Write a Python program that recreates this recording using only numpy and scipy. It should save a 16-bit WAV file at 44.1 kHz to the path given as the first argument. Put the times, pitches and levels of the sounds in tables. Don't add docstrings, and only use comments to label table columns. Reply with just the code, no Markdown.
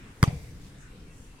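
import sys
import numpy as np
from scipy import signal
from scipy.fft import rfft, irfft
from scipy.io import wavfile
from scipy.ndimage import uniform_filter1d

SR = 44100
rng = np.random.default_rng(int(sys.argv[2]) if len(sys.argv) > 2 else 0)


def store_pcm(level_fs):
    pcm = np.round(np.clip(level_fs, -1, 1) * 32767).astype(np.int16)
    wavfile.write(sys.argv[1], SR, np.atleast_2d(pcm).T)


N = 61739
T = np.arange(N) / SR
HZ = np.fft.rfftfreq(N, 1 / SR)

HIT_S, CONTACT_S, HIT_PAN_DB = 0.2287, 0.0105, 1.5
THUMP_LAG_S, SLAP_LAG_S, COVER_LAG_S = 0.0001, 0.00014, 0.00003


def volleyball():
    t = since_hit(THUMP_LAG_S)
    bright = smack()
    body = amp(-6.5) * thump(t, hz=116.5, length_s=0.0121, rise_s=0.00062, release_s=0.0046)
    direct = hollow(bright + body + rebound())
    echoes = convolve(direct, fence_response() + wall_response() + far_response())
    return pan(HIT_PAN_DB) * (direct + ground_echo(bright) + wall_thumps(t) + echoes)


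def thump(t, hz, length_s, rise_s, release_s, stiff_hz=1360, stiff_s=0.000177):
    t = np.maximum(t, 0)
    cycles = hz * t + stiff_hz * stiff_s * (1 - np.exp(-t / stiff_s))
    envelope = np.minimum(t / rise_s, 1) * np.clip((length_s - t) / release_s, 0, 1)
    return -np.sin(2 * np.pi * cycles) * envelope


# f/Hz, level/dB, T60/s
COVER_MODES = [(435, -31.5, 0.04), (1057, -25.5, 0.029), (2071, -17, 0.022), (4750, -24, 0.011),
               (5533, -31.5, 0.013), (6660, -27.5, .004), (8260, -28, 0.0014)]


def smack(peak_s=0.0013):
    slap = cover_pulse(since_hit(SLAP_LAG_S) - peak_s, hz=1258, width_s=0.00092, glide_hz_per_s=1060000)
    slap *= amp(-9) * (since_hit(THUMP_LAG_S) > 0)
    return crack() - slap - ring(since_hit(COVER_LAG_S), COVER_MODES)


def cover_pulse(t, hz, width_s, glide_hz_per_s=0):
    cycles = hz * t + glide_hz_per_s * t ** 2 / 2
    return np.cos(2 * np.pi * cycles) * np.exp(-(t / width_s) ** 2)


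# f/Hz, level/dB
CRACK_EQ = [(300, -16), (900, -34), (2300, -4.5), (3100, -2.5), (3900, 2.5), (4700, 4), (5200, -1),
            (5900, 6.5), (7200, 0.5), (9500, 3), (11500, -3.5), (16000, -13)]


def crack(tick_s=0.00012, decay_s=0.0008):
    t = since_hit(THUMP_LAG_S)
    tick = np.sinc((since_hit(COVER_LAG_S) - tick_s) * SR)
    noise = correlate(rng.choice([-1., 1.], t.shape), coherence=0.35)
    fizz = noise * np.exp(-abs(t) / decay_s) * (t > 0)
    return equalise(amp(-12) * tick + amp(-13.5) * fizz, CRACK_EQ)


# f/Hz, level/dB, T60/s
CAVITY_MODES = [(1180, -20, 0.029), (1340, -30, 0.03), (1930, -27.5, 0.025), (2100, -40, 0.027),
                (2180, -65, .06), (2420, -52, 0.04), (3350, -61, 0.027), (6212, -38, 0.049),
                (6480, -61, 0.045)]


def rebound(rise_s=0.0012):
    t = since_hit(SLAP_LAG_S) - CONTACT_S
    pop = amp(-12.5) * cover_pulse(t, hz=480, width_s=0.0006)
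    return pop + np.clip(t / rise_s, 0, 1) * ring(t, CAVITY_MODES)


def hollow(x, dip_db=-10):
    return equalise(x, np.c_[HZ, dip_db * bell(hz=706, width_oct=0.27)])


GROUND_DELAY_S = 0.00895
# f/Hz, level/dB
GROUND_EQ = [(200, -14), (700, -7), (1100, 3.5), (2000, -15), (3200, 9.5), (4700, -15), (6500, 1),
             (12500, 0.5), (15500, -10)]


def ground_echo(x):
    return amp(-4.5) * convolve(x, equalise(scatter(GROUND_DELAY_S, decay_s=0.001), GROUND_EQ))


# f/Hz, level/dB
FENCE_EQ = [(60, -13), (200, -9), (500, -4.5), (640, 7), (800, 8), (1200, -7.5), (2000, -15.5), (3000, 9),
            (4700, 3), (7000, 7.5), (12000, -1), (15000, -30)]


def fence_response():
    return amp(-15) * equalise(scatter(GROUND_DELAY_S, decay_s=0.013), FENCE_EQ)


# delay/s, level/dB, f/Hz, length/s
WALL_RETURNS = [(0.0472, -15, 127, 0.016), (.099, -31, 154, 0.021), (.125, -35, 72.5, 0.031),
                (.168, -41, 98, 0.0203), (0.199, -43, 54.3, 0.03)]


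def wall_thumps(t):
    return sum(amp(db) * thump(t - delay_s, hz, length_s, rise_s=0.0025, release_s=0.0056)
               for delay_s, db, hz, length_s in WALL_RETURNS)


# f/Hz, level/dB
WALL_EQ = [(100, -20), (300, 1), (490, 3.5), (620, 6.5), (780, 16), (1050, -13), (2200, -7), (3200, 1),
           (4700, -3), (7000, -9), (12000, -12), (15000, -29)]


def wall_response():
    return amp(-14) * equalise(scatter(WALL_RETURNS[0][0], decay_s=0.012), WALL_EQ)


# f/Hz, level/dB, T60/s
FAR_DECAY = [(43.5, -19, 3.6), (127, -11.5, 0.92), (314, -13.5, 0.23), (503, -5, 0.63), (620, -2, 0.78),
             (732, 7.5, 0.48), (1210, -29.5, 0.34), (2130, -15.5, 0.94), (2510, -1, 0.35),
             (3540, -5.5, 0.47), (4430, -19, 1.8), (7000, -10.5, 0.39), (12300, -8, 0.21), (15500, -27, .3)]
# f/Hz, rise/s
FAR_RISE = [(60, .11), (250, 0.037), (800, 0.033), (2500, 0.0051)]
# f/Hz, left-right coherence/1
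COHERENCE = [(60, 0.97), (150, 0.99), (380, 0.9), (950, 0.18), (2400, 0.081), (6000, 0)]


def far_response():
    hz, t, bins = signal.stft(rng.standard_normal((2, N)), SR, nperseg=512)
    hz = hz[:, None]
    t60_s = lookup(FAR_DECAY, hz, column=2)
    energy_norm = np.sqrt(2 * np.log(1000) / (t60_s * SR))
    decay = amp(lookup(FAR_DECAY, hz) - 60 * t / t60_s) * energy_norm
    rise = np.minimum(t / lookup(FAR_RISE, hz), 1) ** 2
    bins = correlate(bins, lookup(COHERENCE, hz)) * rise * decay
    return signal.istft(bins, SR, nperseg=512)[1][:, :N]


# f/Hz, relative density/dB
WIND_SPECTRUM = [(12, -24), (20, -2), (43, -2), (75, -7), (154, -7.5), (240, -14), (280, -12), (335, -20.5),
                 (440, -18.5), (630, -28.5), (1060, -25.5), (1500, -29), (2200, -28.5), (2700, -30.5),
                 (3200, -33.5), (4600, -37.5), (8600, -37.5), (11500, -44), (13500, -51.5), (15500, -54)]
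# t/s, level/dB
WIND_SWELL = [(0, 1), (.2, 0), (.4, 1.5), (.6, 1), (.8, 0), (1.0, 0), (1.4, 1)]


def wind(rms_db=-47, patch_db=1.96, rumble_hz=354):
    hz = np.fft.rfftfreq(2048, 1 / SR)[:, None]
    t = np.arange(N // 512 + 5) * 512 / SR
    noise = rng.standard_normal((len(t), len(hz), 5)).T
    bins = correlate(noise[0:4:2] + 1j * noise[1:4:2], lookup(COHERENCE, hz))
    patches = uniform_filter1d(noise[4], size=24, axis=0)
    patches = unit(uniform_filter1d(patches, size=8, axis=1))
    swell_db = np.interp(t, *np.transpose(WIND_SWELL)) / (1 + (hz / rumble_hz) ** 2)
    bins *= amp(lookup(WIND_SPECTRUM, hz) + patch_db * patches + swell_db)
    air = signal.istft(bins, nperseg=2048, noverlap=1536)[1][:, :N]
    return amp(rms_db) * pan(1.26) * unit(air)


# t/s, length/s, level/dB, f/Hz, width/oct
FOOT_SCUFFS = [(0.01, 0.23, -57, 1850, 0.55), (0.363, 0.29, -60, 6000, 0.89),
               (0.651, 0.092, -59.5, 4200, 0.96), (0.819, 0.069, -61.5, 7100, 0.31),
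               (0.853, 0.081, -58.5, 1560, 0.22), (1.204, 0.13, -62, 7360, 0.42)]


def feet(grit_db=2):
    grit = unit(amp(grit_db * flutter(samples=90)))
    return grit * sum(amp(db) * swell(at_s, length_s) * noise_band(hz, width_oct)
                      for at_s, length_s, db, hz, width_oct in FOOT_SCUFFS)


# t/s, length/s, level/dB, f/Hz
BIRD_NOTES = [(0.9, 0.06, -67.5, 2740), (0.95, 0.028, -58, 496), (1.111, 0.034, -64, 2690),
              (1.12, 0.074, -67, 1946), (1.315, 0.037, -67, 2676), (1.388, 0.044, -63.5, 2663)]


def birds(waver_depth=0.0033, blur_db=-10.5):
    warped_s = np.cumsum(1 + waver_depth * flutter(samples=500)) / SR
    notes = np.zeros((2, N))
    for at_s, length_s, db, hz in BIRD_NOTES:
        tone = np.sin(2 * np.pi * hz * warped_s)
        blur = amp(blur_db) * noise_band(hz, width_oct=0.018)
        notes += amp(db) * swell(at_s, length_s) * (tone + blur)
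    return pan(5.5) * notes


def since_hit(lag_s):
    return T - HIT_S - np.array([[lag_s / 2], [-lag_s / 2]])


def ring(t, modes):
    t = np.maximum(t, 0)
    return sum(amp(db - 60 * t / t60_s) * np.sin(2 * np.pi * hz * t) for hz, db, t60_s in modes)


def scatter(delay_s, decay_s, rise_s=0.0006):
    envelope = np.exp(-np.maximum((T - delay_s) / decay_s, (delay_s - T) / rise_s))
    taps = rng.choice([-1., 1.], (2, N)) * envelope
    return taps / np.linalg.norm(taps, axis=1, keepdims=True)


def convolve(x, response):
    return signal.fftconvolve(x, response, axes=1)[:, :N]


def equalise(x, curve):
    cepstrum = irfft(np.log(amp(lookup(curve, HZ))), N)
    cepstrum[1:] *= 2 * (np.arange(1, N) < N / 2)
    return irfft(rfft(x) * np.exp(rfft(cepstrum)), N)


def correlate(noises, coherence):
    left, other = noises
    return np.array([left, coherence * left + np.sqrt(1 - coherence ** 2) * other])


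def bell(hz, width_oct):
    return np.exp(-0.5 * (np.log2((HZ + 1) / hz) / width_oct) ** 2)


def noise_band(hz, width_oct):
    return unit(irfft(rfft(rng.standard_normal((2, N))) * bell(hz, width_oct), N))


def flutter(samples):
    return unit(uniform_filter1d(rng.standard_normal(N), size=samples))


def swell(at_s, length_s):
    return np.exp(-2 * ((T - at_s) / length_s) ** 2)


def lookup(table, hz, column=1):
    columns = np.transpose(table)
    return np.interp(np.log(hz + 1), np.log(columns[0] + 1), columns[column])


def amp(db):
    return 10 ** (np.asarray(db) / 20)


def unit(x):
    return x / np.sqrt(np.mean(x ** 2) + 1e-20)


def pan(db):
    return amp([[db / 2], [-db / 2]])


def scene():
    return volleyball() + wind() + feet() + birds()


def record(dry):
    lowpass = signal.firwin(511, 16500, window=("kaiser", 9), fs=SR)
    return signal.oaconvolve(dry, lowpass[None], "same")


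dry = scene()
out = record(dry)
store_pcm(out)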